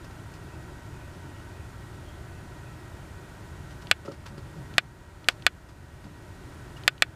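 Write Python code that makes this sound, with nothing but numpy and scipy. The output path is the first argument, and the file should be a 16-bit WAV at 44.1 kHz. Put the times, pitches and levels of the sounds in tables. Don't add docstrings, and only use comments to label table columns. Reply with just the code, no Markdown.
import sys
import numpy as np
from scipy import signal
from scipy.fft import rfft, irfft
from scipy.io import wavfile
from scipy.ndimage import uniform_filter1d, minimum_filter1d

SR = 44100
rng = np.random.default_rng(int(sys.argv[2]) if len(sys.argv) > 2 else 0)


def materialize(psi):
    bounded = np.clip(np.atleast_2d(psi).T, -1, 1)
    quanta = np.round(bounded * 32767).astype(np.int16)
    wavfile.write(sys.argv[1], SR, quanta)


N = 315315
TIME_S = np.arange(N) / SR

# frequency in Hz, density in dB per Hz.
AIR_SPECTRUM = [(15, -82), (35, -70.5), (75, -63), (130, -65), (210, -77), (370, -77), (470, -85),
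                (700, -83.5), (1100, -87.5), (1700, -88.5), (2200, -92), (5500, -100), (8500, -101),
                (15000, -111)]
# centre in Hz, width in Hz, boost in dB.
AIR_RESONANCES = [(102, 2, 5.5), (177.6, 5.6, 4), (310.5, 14, 5), (372, 69, 3), (595, 68, 4.5),
                  (951, 105, 6.5), (1346, 98, 5.5), (1510, 183, 5), (1880, 13, 5.5), (7000, 720, 0)]
# frequency in Hz, rms level in dB.
WHINE_TONES = [(1499, -66.5), (1897, -64), (6901, -77.5)]
# frequency in Hz, relative level in dB.
STRAW_SPECTRUM = [(150, -10), (600, 0), (1400, 1), (2000, -5), (2600, -2.5), (3500, -6.5), (5000, -5),
                  (6200, -11), (12000, -24), (15500, -30)]
# start in seconds, gain in dB.
STRAW_STIRS = [(.04, -86.5), (.105, -91), (.335, -86), (1.13, -91), (3.703, -86.5), (3.815, -84),
               (5.288, -70), (5.686, -86), (6.037, -86)]
# note centre in seconds, pitch in Hz.
BIRD_NOTES = [(.54, 2560), (1.0, 2490), (1.38, 2910), (1.6, 2510), (2.103, 3240), (2.352, 2600),
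              (2.7, 2530)]
# start in seconds, crack gain in dB, treble tilt in dB per octave,
# opening tick gain in dB, wall distance as a ratio to the usual.
BILL_SNAPS = [(3.9131, 4, -1, -39, 1), (4.7817, 6, -2.5, -42.5, 1.0), (5.2862, 4, -.5, -39.5, 1),
              (5.4656, 6, -0.5, -39, 1), (6.8784, 5.5, 0.3, -40.5, 0.96), (7.0223, 5, -0.2, -41.5, 1.01)]
# frequency in Hz, relative level in dB.
TICK_SPECTRUM = [(300, 4), (1600, -4), (2600, 23.5), (4300, 20.5), (6000, 8), (14000, -5)]
# frequency in Hz, relative level in dB.
CRACK_SPECTRUM = [(60, -6.5), (250, 2), (700, 15), (980, 3), (1250, 10), (2600, 15.5), (4000, 10.5),
                  (5100, 8), (5900, -1.5), (6800, -0.5), (7500, 10), (9200, -5.5), (12500, -2.5),
                  (15500, -19)]
# usual delay in ms, gain in dB.
WALL_ECHOES = [(.47, -.5), (1.13, -2), (1.72, -1), (2.67, -19), (4.12, -8), (6.25, -22.5), (7.6, -20)]
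# frequency in Hz, gain in dB.
BOX_MODES = [(490, -44), (1230, -29.5), (1330, -33), (1497, -18.5), (1690, -37), (2190, -26), (2310, -47),
             (2611, -27.5), (3420, -28.5)]
# start in seconds, push in dB, low-pass corner in Hz, straw crunch gain in dB.
OWLET_STEPS = [(4.049, -48, 1100, -80.5), (4.0793, -33.5, 700, -88), (4.114, -39, 700, -79.5),
               (4.257, -54, 1700, -74), (4.374, -38, 296, -85), (6.765, -44, 170, -87.5)]
# frequency in Hz, gain in dB, T60 in seconds.
BOARD_MODES = [(114, -1.5, 0.075), (146, 3, 0.11), (211, -4, 0.1), (296, -3, 0.14), (365, 4.5, 0.046),
               (424, 0.5, 0.13), (559, 3, 0.096), (638, -9, 0.106), (914, -6, 0.079), (1326, 11.5, 0.033),
               (1450, -9, 0.034)]
# centre in seconds, half-width in seconds, gain in dB.
WEIGHT_SHIFTS = [(4.314, 0.027, -66), (4.578, 0.029, -63.5), (4.719, 0.018, -70), (6.057, 0.016, -63)]


def from_db(db):
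    return 10 ** (np.asarray(db) / 20)


def add(track, start_s, sound):
    at = int(round(start_s * SR))
    track[at:at + len(sound)] += sound[:N - at]


def spectrum_db(spectrum, hz):
    knots_hz, db = np.transpose(spectrum)
    return np.interp(np.log(hz + 0.00085), np.log(knots_hz), db)


def peak_db(hz, centre_hz, width_hz, boost_db):
    return boost_db / (1 + (2 * (hz - centre_hz) / width_hz) ** 2)


def noise(spectrum, resonances=()):
    hz = np.fft.rfftfreq(N, 1 / SR)
    db = spectrum_db(spectrum, hz) + sum(peak_db(hz, *row) for row in resonances)
    return irfft(rfft(rng.standard_normal(N)) * from_db(db), N) * np.sqrt(SR / 2)


def drift(rate_hz):
    hz = np.fft.rfftfreq(N, 1 / SR)
    wander = irfft(rfft(rng.standard_normal(N)) / (1 + (hz / rate_hz) ** 2), N)
    return wander / np.sqrt(np.mean(wander ** 2) + 1e-20)


def outdoors(waver_hz=1.69):
    waver_cycles = np.cumsum(waver_hz * drift(rate_hz=3.35)) / SR
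    whines = sum(from_db(db) * np.sqrt(2) * np.sin(2 * np.pi * (hz * TIME_S + waver_cycles))
                 for hz, db in WHINE_TONES)
    return noise(AIR_SPECTRUM, AIR_RESONANCES) + whines


def swell(centre_s, half_s):
    return np.exp(-.5 * ((TIME_S - centre_s) / half_s) ** 2)


def burst(start_s, attack_s=.0038, decay_s=.015, size=8192):
    t, envelope = TIME_S[:size], np.zeros(N)
    add(envelope, start_s, (1 - np.exp(-(t / attack_s) ** 2)) * np.exp(-t / decay_s))
    return envelope


def straw(grain_hz=220, grain_db=3.0, squeak_hz=2860, squeak_db=-45):
    crunches = [(start_s, db) for start_s, _, _, db in OWLET_STEPS]
    envelope = sum(from_db(db) * burst(start_s) for start_s, db in STRAW_STIRS + crunches)
    grain = from_db(grain_db * (drift(grain_hz) + 1.5))
    squeak = swell(centre_s=6.771, half_s=.0036) * np.sin(2 * np.pi * squeak_hz * TIME_S)
    return noise(STRAW_SPECTRUM) * grain * envelope + from_db(squeak_db) * squeak


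def far_bird(blur_hz=80, note_half_s=.043, level_db=-63.5):
    blur = drift(blur_hz) + 1j * drift(blur_hz)
    notes = sum(swell(centre_s, note_half_s) * np.real(blur * np.exp(2j * np.pi * hz * TIME_S))
                for centre_s, hz in BIRD_NOTES)
    return from_db(level_db) * notes


def click(spectrum, tilt_db_per_oct=0, mouth_hz=3000, size=4096):
    hz = np.fft.rfftfreq(size, 1 / SR)
    db = spectrum_db(spectrum, hz) + tilt_db_per_oct * np.log2(.5 + hz / (2 * mouth_hz))
    db += peak_db(hz, mouth_hz, width_hz=900, boost_db=2.0)
    cepstrum = irfft(np.log(from_db(db)))
    cepstrum[1:size // 2] *= 2
    cepstrum[size // 2 + 1:] = 0
    return irfft(np.exp(rfft(cepstrum)))


def scatter(t, t60_s, build_s):
    build = 1 - np.exp(-(t / build_s) ** 2)
    return rng.standard_normal(len(t)) * build * np.exp(-np.log(1000) * t / t60_s)


def wall_echoes(pulse, distance_ratio, wall_hz=5300, sway_ratio=.015):
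    t = TIME_S[:len(pulse)]
    hz = np.fft.rfftfreq(len(pulse), 1 / SR)
    dulled = rfft(pulse) / np.sqrt(1 + (hz / wall_hz) ** 4)
    hard = pulse.copy()
    for delay_ms, db in WALL_ECHOES:
        delay_s = delay_ms * 1e-3 * (distance_ratio + sway_ratio * rng.standard_normal())
        hard += from_db(db) * irfft(dulled * np.exp(-2j * np.pi * hz * delay_s), len(t))
    mid_band = signal.butter(1, [1500, 3200], "band", fs=SR, output="sos")
    early = from_db(-36) * scatter(t, t60_s=.026, build_s=.001)
    late = from_db(-31) * signal.sosfilt(mid_band, scatter(t, t60_s=.041, build_s=.005))
    return hard + signal.fftconvolve(hard, early + late)[:len(t)]


def ring(drive, hz, t60_s):
    radius = np.exp(-np.log(1000) / (t60_s * SR))
    angle = 2 * np.pi * hz / SR
    return signal.lfilter([0, np.sin(angle)], [1, -2 * radius * np.cos(angle), radius ** 2], drive + 1e-18)


def box_air(t60_s=.034, crossing_s=.0024, spread_db=1.5, size=4096):
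    kick = signal.unit_impulse(size, round(crossing_s * SR))
    return sum(from_db(db + spread_db * rng.standard_normal()) * ring(kick, hz, t60_s)
               for hz, db in BOX_MODES)


def bill(lead_s=.0425, first_mouth_hz=2810, sag_hz_per_snap=135):
    out = np.zeros(N)
    for k, (start_s, crack_db, tilt_db_per_oct, tick_db, distance_ratio) in enumerate(BILL_SNAPS):
        tick = wall_echoes(click(TICK_SPECTRUM), distance_ratio)
        add(out, start_s - lead_s, from_db(tick_db) * tick)
        mouth_hz = first_mouth_hz - sag_hz_per_snap * k
        crack = wall_echoes(click(CRACK_SPECTRUM, tilt_db_per_oct, mouth_hz), distance_ratio)
        add(out, start_s, from_db(crack_db) * (crack + box_air()))
    return out


def low_pass(x, corner_hz):
    return signal.sosfilt(signal.butter(2, corner_hz, fs=SR, output="sos"), x + 1e-18)


def boards(rub_hz=175, scuff_db=-4, scuff_s=.0075, size=8192):
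    weight = sum(from_db(db) * swell(centre_s, half_s) for centre_s, half_s, db in WEIGHT_SHIFTS)
    force = low_pass(weight * rng.standard_normal(N), rub_hz)
    for start_s, push_db, corner_hz, _ in OWLET_STEPS:
        scuff = rng.standard_normal(size) * np.exp(-TIME_S[:size] / scuff_s)
        contact = signal.unit_impulse(size) + from_db(scuff_db) * scuff / np.linalg.norm(scuff)
        add(force, start_s, from_db(push_db) * low_pass(contact, corner_hz))
    return sum((-1) ** k * from_db(db) * ring(force, hz, t60_s)
               for k, (hz, db, t60_s) in enumerate(BOARD_MODES))


def scene():
    return (bill() + boards() + straw() + far_bird() + outdoors())[None]


def microphone(x, port_hz=5500, width_hz=2200):
    radius = np.exp(-np.pi * width_hz / SR)
    poles = [1, -2 * radius * np.cos(2 * np.pi * port_hz / SR), radius ** 2]
    return signal.lfilter(poles[::-1], poles, x)


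def gain_control(x, threshold_db=-10.0, hold_s=.29, release_db_per_s=6.5, window=176):
    level_db = 10 * np.log10(np.maximum(uniform_filter1d(x ** 2, window), 1e-12))
    over_db = np.maximum(level_db - threshold_db, 0)
    half_hold = int(hold_s * SR / 2)
    held_db = -minimum_filter1d(-over_db, 2 * half_hold + 1, origin=half_hold, mode="constant")
    release_db = release_db_per_s * TIME_S
    cut_db = np.maximum.accumulate(held_db + release_db) - release_db
    ahead_db = np.pad(cut_db[window:], (0, window), mode="edge")
    return x * from_db(-uniform_filter1d(ahead_db, window))


def record(dry, ceiling=.92, cutoff_hz=15400):
    clipped = np.clip(gain_control(microphone(dry[0])), -ceiling, ceiling)
    top_cut = signal.ellip(12, .1, 100, cutoff_hz, fs=SR, output="sos")
    return signal.sosfilt(top_cut, clipped)[None]


dry = scene()
out = record(dry)
materialize(out)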